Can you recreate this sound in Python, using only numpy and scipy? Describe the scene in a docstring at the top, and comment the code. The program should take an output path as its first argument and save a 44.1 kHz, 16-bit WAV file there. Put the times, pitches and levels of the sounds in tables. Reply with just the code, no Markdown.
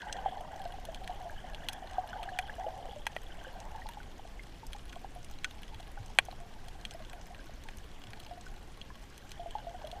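"""A small camera in a sealed housing over a shallow coral reef.
From the start come surge, water noise and hiss as wavering bands of noise, clouds of bubbles as swarms of
soft rings, and the crackle of shrimp, near and far: clicks and their scatter that ring the housing modes.
Single plops soon follow as damped sines. Past the middle come a few dull low thumps, and among them one hard
knock on the case; clouds, plops and snaps go on to the end."""
import sys
import numpy as np
from scipy import signal
from scipy.fft import rfft, irfft
from scipy.io import wavfile

SR = 44100
rng = np.random.default_rng(int(sys.argv[2]) if len(sys.argv) > 2 else 0)


def generate_wav(sig):
    """Save sig (samples, or channels by samples) to the path in sys.argv[1] as 16-bit PCM at SR."""
    pcm = np.round(np.clip(np.atleast_2d(sig).T, -1, 1) * 32767).astype(np.int16)
    wavfile.write(sys.argv[1], SR, pcm)


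def decibels_to_gain(level_db):
    """Convert a level in decibels to a linear amplitude gain (20 dB per decade)."""
    exponent = np.asarray(level_db, float) / 20
    return 10 ** exponent


N = 441000    # samples

# surge, water noise and hiss, relative spectrum: (f/Hz, level/dB per Hz)
BED_SPECTRUM = [(5.9, -30), (10, 7.5), (37, 0), (107, -13.5), (388, -21.5), (739, -27), (1290, -30),
                (1550, -32.5), (2170, -31.5), (3230, -33.5), (3770, -36.5), (6160, -39), (7190, -43.5),
                (13700, -50.5), (15500, -76)]
BED_RMS_DB = -46
# bubble cloud: (t/s, gurgle of large bubbles: level/dB, fizz of small bubbles: level/dB)
CLOUD_LEVELS = [(0.0, -48, -52), (0.3, -44.5, -56), (0.75, -52, -62.5), (1.11, -48.5, -61),
                (1.36, -52, -58), (1.61, -51.5, -57.5), (2.14, -45.5, -58), (2.45, -51.5, -54),
                (2.81, -49.5, -61), (3.14, -58, -63.5), (3.31, -55.5, -57), (3.76, -48.5, -63),
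                (3.98, -63.5, -65.5), (5.18, -64, -69), (6.99, -61.5, -67), (7.21, -56.5, -68),
                (7.66, -71, -65), (8.16, -59.5, -67), (9.02, -70.5, -70.5), (9.38, -63, -62),
                (9.61, -56, -62), (10.0, -48, -65.5)]
# relative spectrum of the large bubbles: (f/Hz, level/dB)
GURGLE_COLOUR = [(220, -55), (380, -41), (420, -25), (741, -0.5), (823, -2), (1040, -15), (1130, -22.5),
                 (1250, -21), (1620, -59), (2750, -120)]
# relative spectrum of the small bubbles: (f/Hz, level/dB)
FIZZ_COLOUR = [(760, -38), (1300, -16), (1530, 6.5), (2030, -0.5), (2200, -8.5), (2530, -36), (2890, 3),
               (3380, 1), (3800, -45), (4940, -49), (8360, -120)]
# housing modes: (f/Hz, relative level/dB, t60/s before the damping limit)
HOUSING_MODES = [(773, -1.5, 0.01), (1090, -7, 0.12), (1490, -3, 0.079), (1680, 7, 0.017),
                 (1926, 16, 0.0087), (2364, 20.5, 0.0058), (2510, -33, 0.0073), (2927, -11, 0.0056),
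                 (3290, -14, 0.0099), (3610, -26.5, 0.01), (4017, -11.5, 0.0044), (5160, 6, 0.016),
                 (6280, 23.5, 0.0026), (7530, 20, 0.0021), (8040, 3, 0.03), (9170, -14, 0.0025),
                 (9830, -21, 0.0053), (10340, -25, 0.019), (11200, -38, 0.0036), (12500, -20, 0.004),
                 (13600, -21.5, 0.0031), (14300, -33, .005)]
# edges of the regions thud, body, crack, tick, sheen: (f/Hz)
REGION_EDGES = [530, 1330, 2700, 4700, 8600, 15500]
# near snaps: (t/s, body peak level/dB, then mean level/dB re that peak of: crack, tick, sheen)
NEAR_SNAPS = [(0.0179, -55, 1.5, -7, -28), (0.1257, -45.5, 3.5, 3.5, -16), (0.7214, -61, 7, -24, -5),
              (0.8516, -53.5, 1, -4, -3), (0.9453, -45, -3, -11, -17), (1.0755, -33, -17, -24, -27),
              (1.5459, -44.5, -2, -18, -23), (1.6856, -30.5, -4.5, -18, -17.5), (1.694, -61, -3, 5, -1),
              (1.7305, -43, -12, -9, -10), (2.23, -39, -10.5, -23, -25),
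              (2.3875, -21.5, -19.5, -24.5, -28.5), (3.0664, -22, -19, -25, -28),
              (3.1637, -28, -22, -39, -34), (3.6014, -59.5, 0, 5, -8), (3.8878, -39.5, -15, -21, -15.5),
              (4.6662, -68.5, -16, 13.5, 8), (4.7311, -38, -9.5, -20, -21), (4.9282, -38, -18.5, -24, -31),
              (5.245, -58, -2, -0.5, -4), (5.444, -21, -17, -23.5, -36), (5.6316, -46, -5.5, -19, -23),
              (5.7443, -47, -6, -21, -21), (5.803, -59.5, 0, -5, -9), (5.916, -69, -11, -3, 3),
              (6.0607, -64, -10, 5, -3), (6.2514, -63.5, -11, 5, 2), (6.6832, -47.5, -7.5, -13, -15),
              (6.8508, -35, -5.5, -19, -26), (6.9088, -54, 3, -0.5, -12), (7.1307, -39, -21, -35, -26),
              (7.3457, -42, -17, -31, -30), (7.6864, -36, -18, -28, -31), (7.7707, -66.5, -13, 4, 7),
              (8.1324, -37, -18, -31, -33), (8.1994, -59, 6, -8, -2), (8.41, -65.5, -4, 6, -12),
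              (8.8137, -51, 5, -14, -33), (9.178, -52.5, -5, -6, -8), (9.3165, -44.5, -6.5, -9, -18),
              (9.583, -61, 5, -12, -40), (9.8482, -56, -2, -12, -25), (9.871, -52.5, 0.5, -12, -10),
              (9.9142, -53, 4, -7, -14)]
NEAR_SNAP_THUD_DB = -38    # mean level re the body peak
# single plops, mostly bubbles; short ones on a snap are its lingering ring:
# (t/s, peak level/dB, f/Hz, t60/s before its limits)
PLOP_EVENTS = [(0.068, -37, 846, 0.13), (0.0962, -39, 1590, 0.034), (0.259, -21, 783, 0.046),
               (0.282, -31, 710, 0.038), (0.371, -34, 800, 0.043), (0.599, -39.5, 773, 0.22),
               (0.655, -31, 699, 0.061), (0.785, -39, 740, 0.036), (0.887, -33.5, 655, 0.066),
               (1.095, -32, 726, 0.11), (1.205, -41, 735, 0.22), (1.254, -37, 693, 0.16),
               (1.297, -39.5, 1650, 0.023), (1.548, -53, 820, .03), (1.982, -22.5, 742, 0.074),
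               (2.1306, -34, 1490, .03), (2.164, -34, 780, .051), (2.276, -36.5, 772, .092),
               (2.2887, -34, 1680, 0.024), (2.318, -37.5, 732, .23), (2.389, -27, 742, 0.067),
               (2.4962, -32.5, 1680, .021), (2.582, -37, 689, .19), (2.598, -34, 752, 0.19),
               (2.641, -35, 833, 0.17), (2.663, -35.5, 518, .073), (2.664, -32, 653, 0.12),
               (2.684, -32, 753, .051), (2.887, -41.5, 486, 0.053), (2.961, -39, 594, 0.12),
               (3.067, -27, 880, 0.019), (3.164, -27, 675, 0.01), (3.4471, -41, 1570, .06),
               (3.467, -42.5, 525, .1), (3.749, -40.5, 873, 0.12), (3.8187, -41, 1880, .035),
               (3.858, -35.5, 860, 0.053), (3.89, -41, 940, 0.088), (3.971, -37.5, 837, .044),
               (4.0023, -42, 1490, 0.031), (4.194, -40, 800, 0.027), (4.251, -41, 694, 0.027),
               (4.3944, -39.5, 2100, 0.031), (4.631, -41.5, 890, 0.062), (4.748, -41.5, 818, 0.071),
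               (4.962, -38, 703, .039), (5.045, -33.5, 780, 0.024), (5.16, -41, 715, .091),
               (5.447, -31.5, 1490, 0.045), (5.733, -47.5, 883, 0.079), (5.799, -43, 693, .047),
               (5.972, -43, 810, .088), (5.9763, -42.5, 1490, 0.022), (6.285, -32, 730, 0.022),
               (6.327, -39.5, 723, 0.024), (6.401, -48, 695, 0.32), (6.947, -39.5, 675, 0.057),
               (6.851, -46.5, 800, .025), (7.002, -44, 637, .074), (7.133, -44, 718, 0.13),
               (7.303, -47, 716, 0.1), (7.3941, -45.5, 1580, 0.037), (7.494, -41, 666, 0.018),
               (7.655, -48, 890, 0.087), (7.687, -44, 800, .025), (8.133, -48, 784, 0.022),
               (8.31, -38, 708, 0.13), (8.374, -43.5, 711, 0.095), (8.4647, -43, 1490, 0.051),
               (8.9027, -48, 1700, .032), (8.903, -45.5, 1025, 0.048), (9.395, -36.5, 694, 0.18),
               (9.459, -34.5, 685, 0.1), (9.552, -27, 846, 0.052), (9.585, -41, 850, 0.073),
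               (9.668, -34.5, 684, 0.15), (9.745, -37.5, 725, 0.09), (9.842, -35, 620, 0.084),
               (9.928, -36, 710, .053)]
# dull low thumps: (t/s, peak level/dB, f/Hz)
THUMP_EVENTS = [(5.751, -44, 99), (5.993, -41.5, 106), (6.213, -47.5, 106), (8.075, -43.5, 106.3)]
# one hard knock: (t/s, body peak level/dB, then mean level/dB re that peak of: thud, crack, tick, sheen)
KNOCK_EVENT = [(6.1862, -5, -23, -20.5, -32, -34.5)]
# where the knock lands favours some modes: (f/Hz, level/dB)
KNOCK_POSITION = [(740, 14), (1110, -11), (1490, -22), (1680, -1), (2020, 2), (2520, 10), (2850, -5),
                  (3150, 10), (3400, -9), (4100, -5), (5150, -26), (6280, -1), (8010, 11), (10600, 21),
                  (12300, 11), (14300, -6)]


def in_time(rows):
    """Join curve rows by straight lines, one value per sample."""
    s, *columns = np.transpose(rows)
    return [np.interp(np.arange(N) / SR, s, column) for column in columns]


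def at_hz(points, hz):
    """Read a spectrum on a log-frequency axis."""
    point_hz, point_db = np.transpose(points)
    return np.interp(np.log(hz), np.log(point_hz), point_db)


def drift(rate_hz):
    """Slow chance with spread 1: noise through two equal low-pass poles, drawn every 40 samples."""
    r = np.exp(-80 * np.pi * rate_hz / SR)
    white = rng.standard_normal(N // 40 + 2002)
    slow = signal.lfilter([1], [1, -2 * r, r * r], white)[2000:]    # skip the filter's start
    return np.interp(np.arange(N) / 40, np.arange(len(slow)), slow / slow.std())


def place(seconds, sounds):
    """Lay each row of sound down at its moment."""
    out = np.zeros(N + sounds.shape[1])
    for s, sound in zip(seconds, sounds):
        at = int(np.clip(s * SR, 0, N - 1))
        out[at:at + len(sound)] += sound
    return out[:N]


def bed(patchy_db):
    """Surge, water noise and hiss: third-octave bands of noise, each wavering a little on its own."""
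    out, edges = 0, 9 * 2 ** (np.arange(34) / 3)    # Hz
    white = rng.standard_normal((2, N))
    for k, (low, high) in enumerate(zip(edges, edges[1:])):
        band_pass = signal.butter(2, [low, high], "band", fs=SR, output="sos")
        band = signal.sosfilt(band_pass, white[k % 2])    # neighbours take different noise
        band_db = at_hz(BED_SPECTRUM, np.sqrt(low * high)) + patchy_db * drift(24)
        out = out + band * decibels_to_gain(band_db)
    return decibels_to_gain(BED_RMS_DB) * out / out.std()


def swarm(colour, per_s, cycles, spread_db, count):
    """Bubbles are born at random in clumps; each size rings softly for some cycles; rms 1."""
    size_db = spread_db * np.minimum(rng.exponential(1, N), 4)
    sizes = decibels_to_gain(size_db) * rng.choice([-1, 1], N)
    births_per_s = per_s * decibels_to_gain(3.0 * drift(15))    # clumps
    born = sizes * (rng.random(N) < births_per_s / SR)
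    dealt, out = rng.integers(0, count, N), 0    # each birth is dealt one of the pitches
    lean_db = 3.95 * drift(1.5)    # dB per octave: leans now to larger, now to smaller bubbles
    pitches = np.geomspace(colour[1][0], colour[-3][0], count)
    for k, hz in enumerate(pitches):
        r = decibels_to_gain(-60 * hz / (cycles * SR))    # one pass falls 60 dB in this many cycles
        peak = [(1 - r * r) / 2, 0, (r * r - 1) / 2, 1, -2 * r * np.cos(2 * np.pi * hz / SR), r * r]
        rings = signal.sosfilt([peak, peak], born * (dealt == k) + 1e-18)    # twice: a soft onset
        octaves = np.log2(hz / pitches[count // 2])
        out = out + decibels_to_gain(at_hz(colour, hz) + lean_db * octaves) * rings / rings.std()
    return out / out.std()


def cloud():
    """Large bubbles gurgle and small ones fizz, two swarms with levels that come and go."""
    gurgle_db, fizz_db = in_time(CLOUD_LEVELS)
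    gurgle = swarm(GURGLE_COLOUR, per_s=700, cycles=22, spread_db=3.8, count=24)
    fizz = swarm(FIZZ_COLOUR, per_s=1200.0, cycles=28.6, spread_db=4.0, count=18)
    return decibels_to_gain(gurgle_db) * gurgle + decibels_to_gain(fizz_db) * fizz


def strike_housing(rows, scatter_db, scatter_t60, vary_db, spot=None):
    """A click and its decaying noise scatter ring the housing modes; vary_db spreads their strengths."""
    s, body_db, thud_db, crack_db, tick_db, sheen_db = np.transpose(rows)[:, :, None]
    hz, mode_db, t60 = np.transpose(HOUSING_MODES)
    t = np.arange(1024) / SR
    t60 = np.minimum(t60, 70 / hz)    # plastic damps any mode within some seventy cycles
    modes = np.sin(2 * np.pi * hz[:, None] * t) * decibels_to_gain(-60 * t / t60[:, None])
    modes *= 1 - np.exp(-t / 0.00017)    # the wall takes a moment to start moving
    if spot is not None:
        mode_db = mode_db + at_hz(spot, hz)
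    chance = rng.standard_normal((len(rows), len(hz) + len(t)))
    strength = decibels_to_gain(mode_db + vary_db * chance[:, :len(hz)])
    blow = decibels_to_gain(scatter_db) * chance[:, len(hz):] * decibels_to_gain(-60 * t / scatter_t60)
    blow[:, 0] = 1    # the click itself
    size, sound = 2 * len(t), 0
    blow_spectrum = rfft(blow, size)
    for k, region_db in enumerate([thud_db, None, crack_db, tick_db, sheen_db]):
        low, high = REGION_EDGES[k:k + 2]
        inside = (hz > low) & (hz < high)
        # valleys between regions stay dark
        band_pass = signal.butter(3, [low, high], "band", fs=SR, output="sos")
        region_modes = strength[:, inside] @ signal.sosfilt(band_pass, modes[inside])
        ring = irfft(rfft(region_modes, size) * blow_spectrum, size)
        if region_db is None:    # the body is set by its peak
            sound = sound + ring / np.abs(ring).max(axis=1, keepdims=True)
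        else:    # the others by the mean level of their first 512 samples
            sound = sound + decibels_to_gain(region_db) * ring / ring[:, :size // 4].std(axis=1, keepdims=True)
    return place(s[:, 0] + .0007, decibels_to_gain(body_db) * sound)


def far_snaps(count, level_db, spread_db):
    """The colony's crackle: many faint snaps, a few stronger, each with a colour of its own."""
    draw = rng.random((count, 6))
    seconds = draw[:, 0] * N / SR
    body_db = level_db + spread_db * np.minimum(-np.log(draw[:, 1]), 3)
    # thud, crack, tick, sheen
    colour_db = np.array([-29.0, -23.5, -27.5, -33.5]) + 20.9 * draw[:, 2:]
    rows = np.c_[seconds, body_db, colour_db]
    return strike_housing(rows, scatter_db=-21.0, scatter_t60=0.024, vary_db=6.5)


def near_snaps():
    """Shrimp close by: each click and its scatter off the coral strike the modes a little differently."""
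    rows = np.insert(NEAR_SNAPS, 2, NEAR_SNAP_THUD_DB, axis=1)
    return strike_housing(rows, scatter_db=-21.0, scatter_t60=.028, vary_db=1.5)


def damped_sine(s, peak_db, hz, t60, swell_cycles):
    """Each event rings as a sine that swells briefly before it dies."""
    t = np.arange(8000) / SR
    swell = (1 - np.exp(-t * hz[:, None] / swell_cycles)) ** 2
    shape = swell * decibels_to_gain(-60 * t / t60[:, None])
    shape /= shape.max(axis=1, keepdims=True)
    return place(s, decibels_to_gain(peak_db)[:, None] * shape * np.sin(2 * np.pi * hz[:, None] * t))


def plops():
    """Damped tones that stand out: single bubbles, large and small, and the ring that lingers under some snaps."""
    s, peak_db, hz, t60 = np.transpose(PLOP_EVENTS)
    return damped_sine(s, peak_db, hz, np.clip(t60, .01, .3), swell_cycles=0.6)


def thumps():
    """Soft low pushes on the housing: damped sines that fall 60 dB in fifteen cycles."""
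    s, peak_db, hz = np.transpose(THUMP_EVENTS)
    return damped_sine(s, peak_db, hz, 15.0 / hz, swell_cycles=0.9)


def knock():
    """One hard blow on the case rings the same modes, some favoured by where it lands."""
    return strike_housing(KNOCK_EVENT, scatter_db=-27.0, scatter_t60=.03, vary_db=0, spot=KNOCK_POSITION)


def scene():
    """All sources add up at the one microphone inside the housing."""
    water = bed(patchy_db=1.75)
    bubbles = cloud() + plops()
    far = far_snaps(count=1000, level_db=-67.0, spread_db=5.5)
    blows = far + near_snaps() + thumps() + knock()
    return (water + bubbles + blows)[None]    # one channel


def roll_off(x):
    """The treble ends steeply here."""
    return signal.sosfilt(signal.butter(12, 16470, fs=SR, output="sos"), x)


def record(dry):
    """A steep low-pass cuts the top, 30 dB down from 15.8 kHz."""
    low_pass = signal.cheby2(8, 30, 15800, fs=SR, output="sos")
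    mix = signal.sosfilt(low_pass, dry)
    return roll_off(mix)


dry = scene()
out = record(dry)
generate_wav(out)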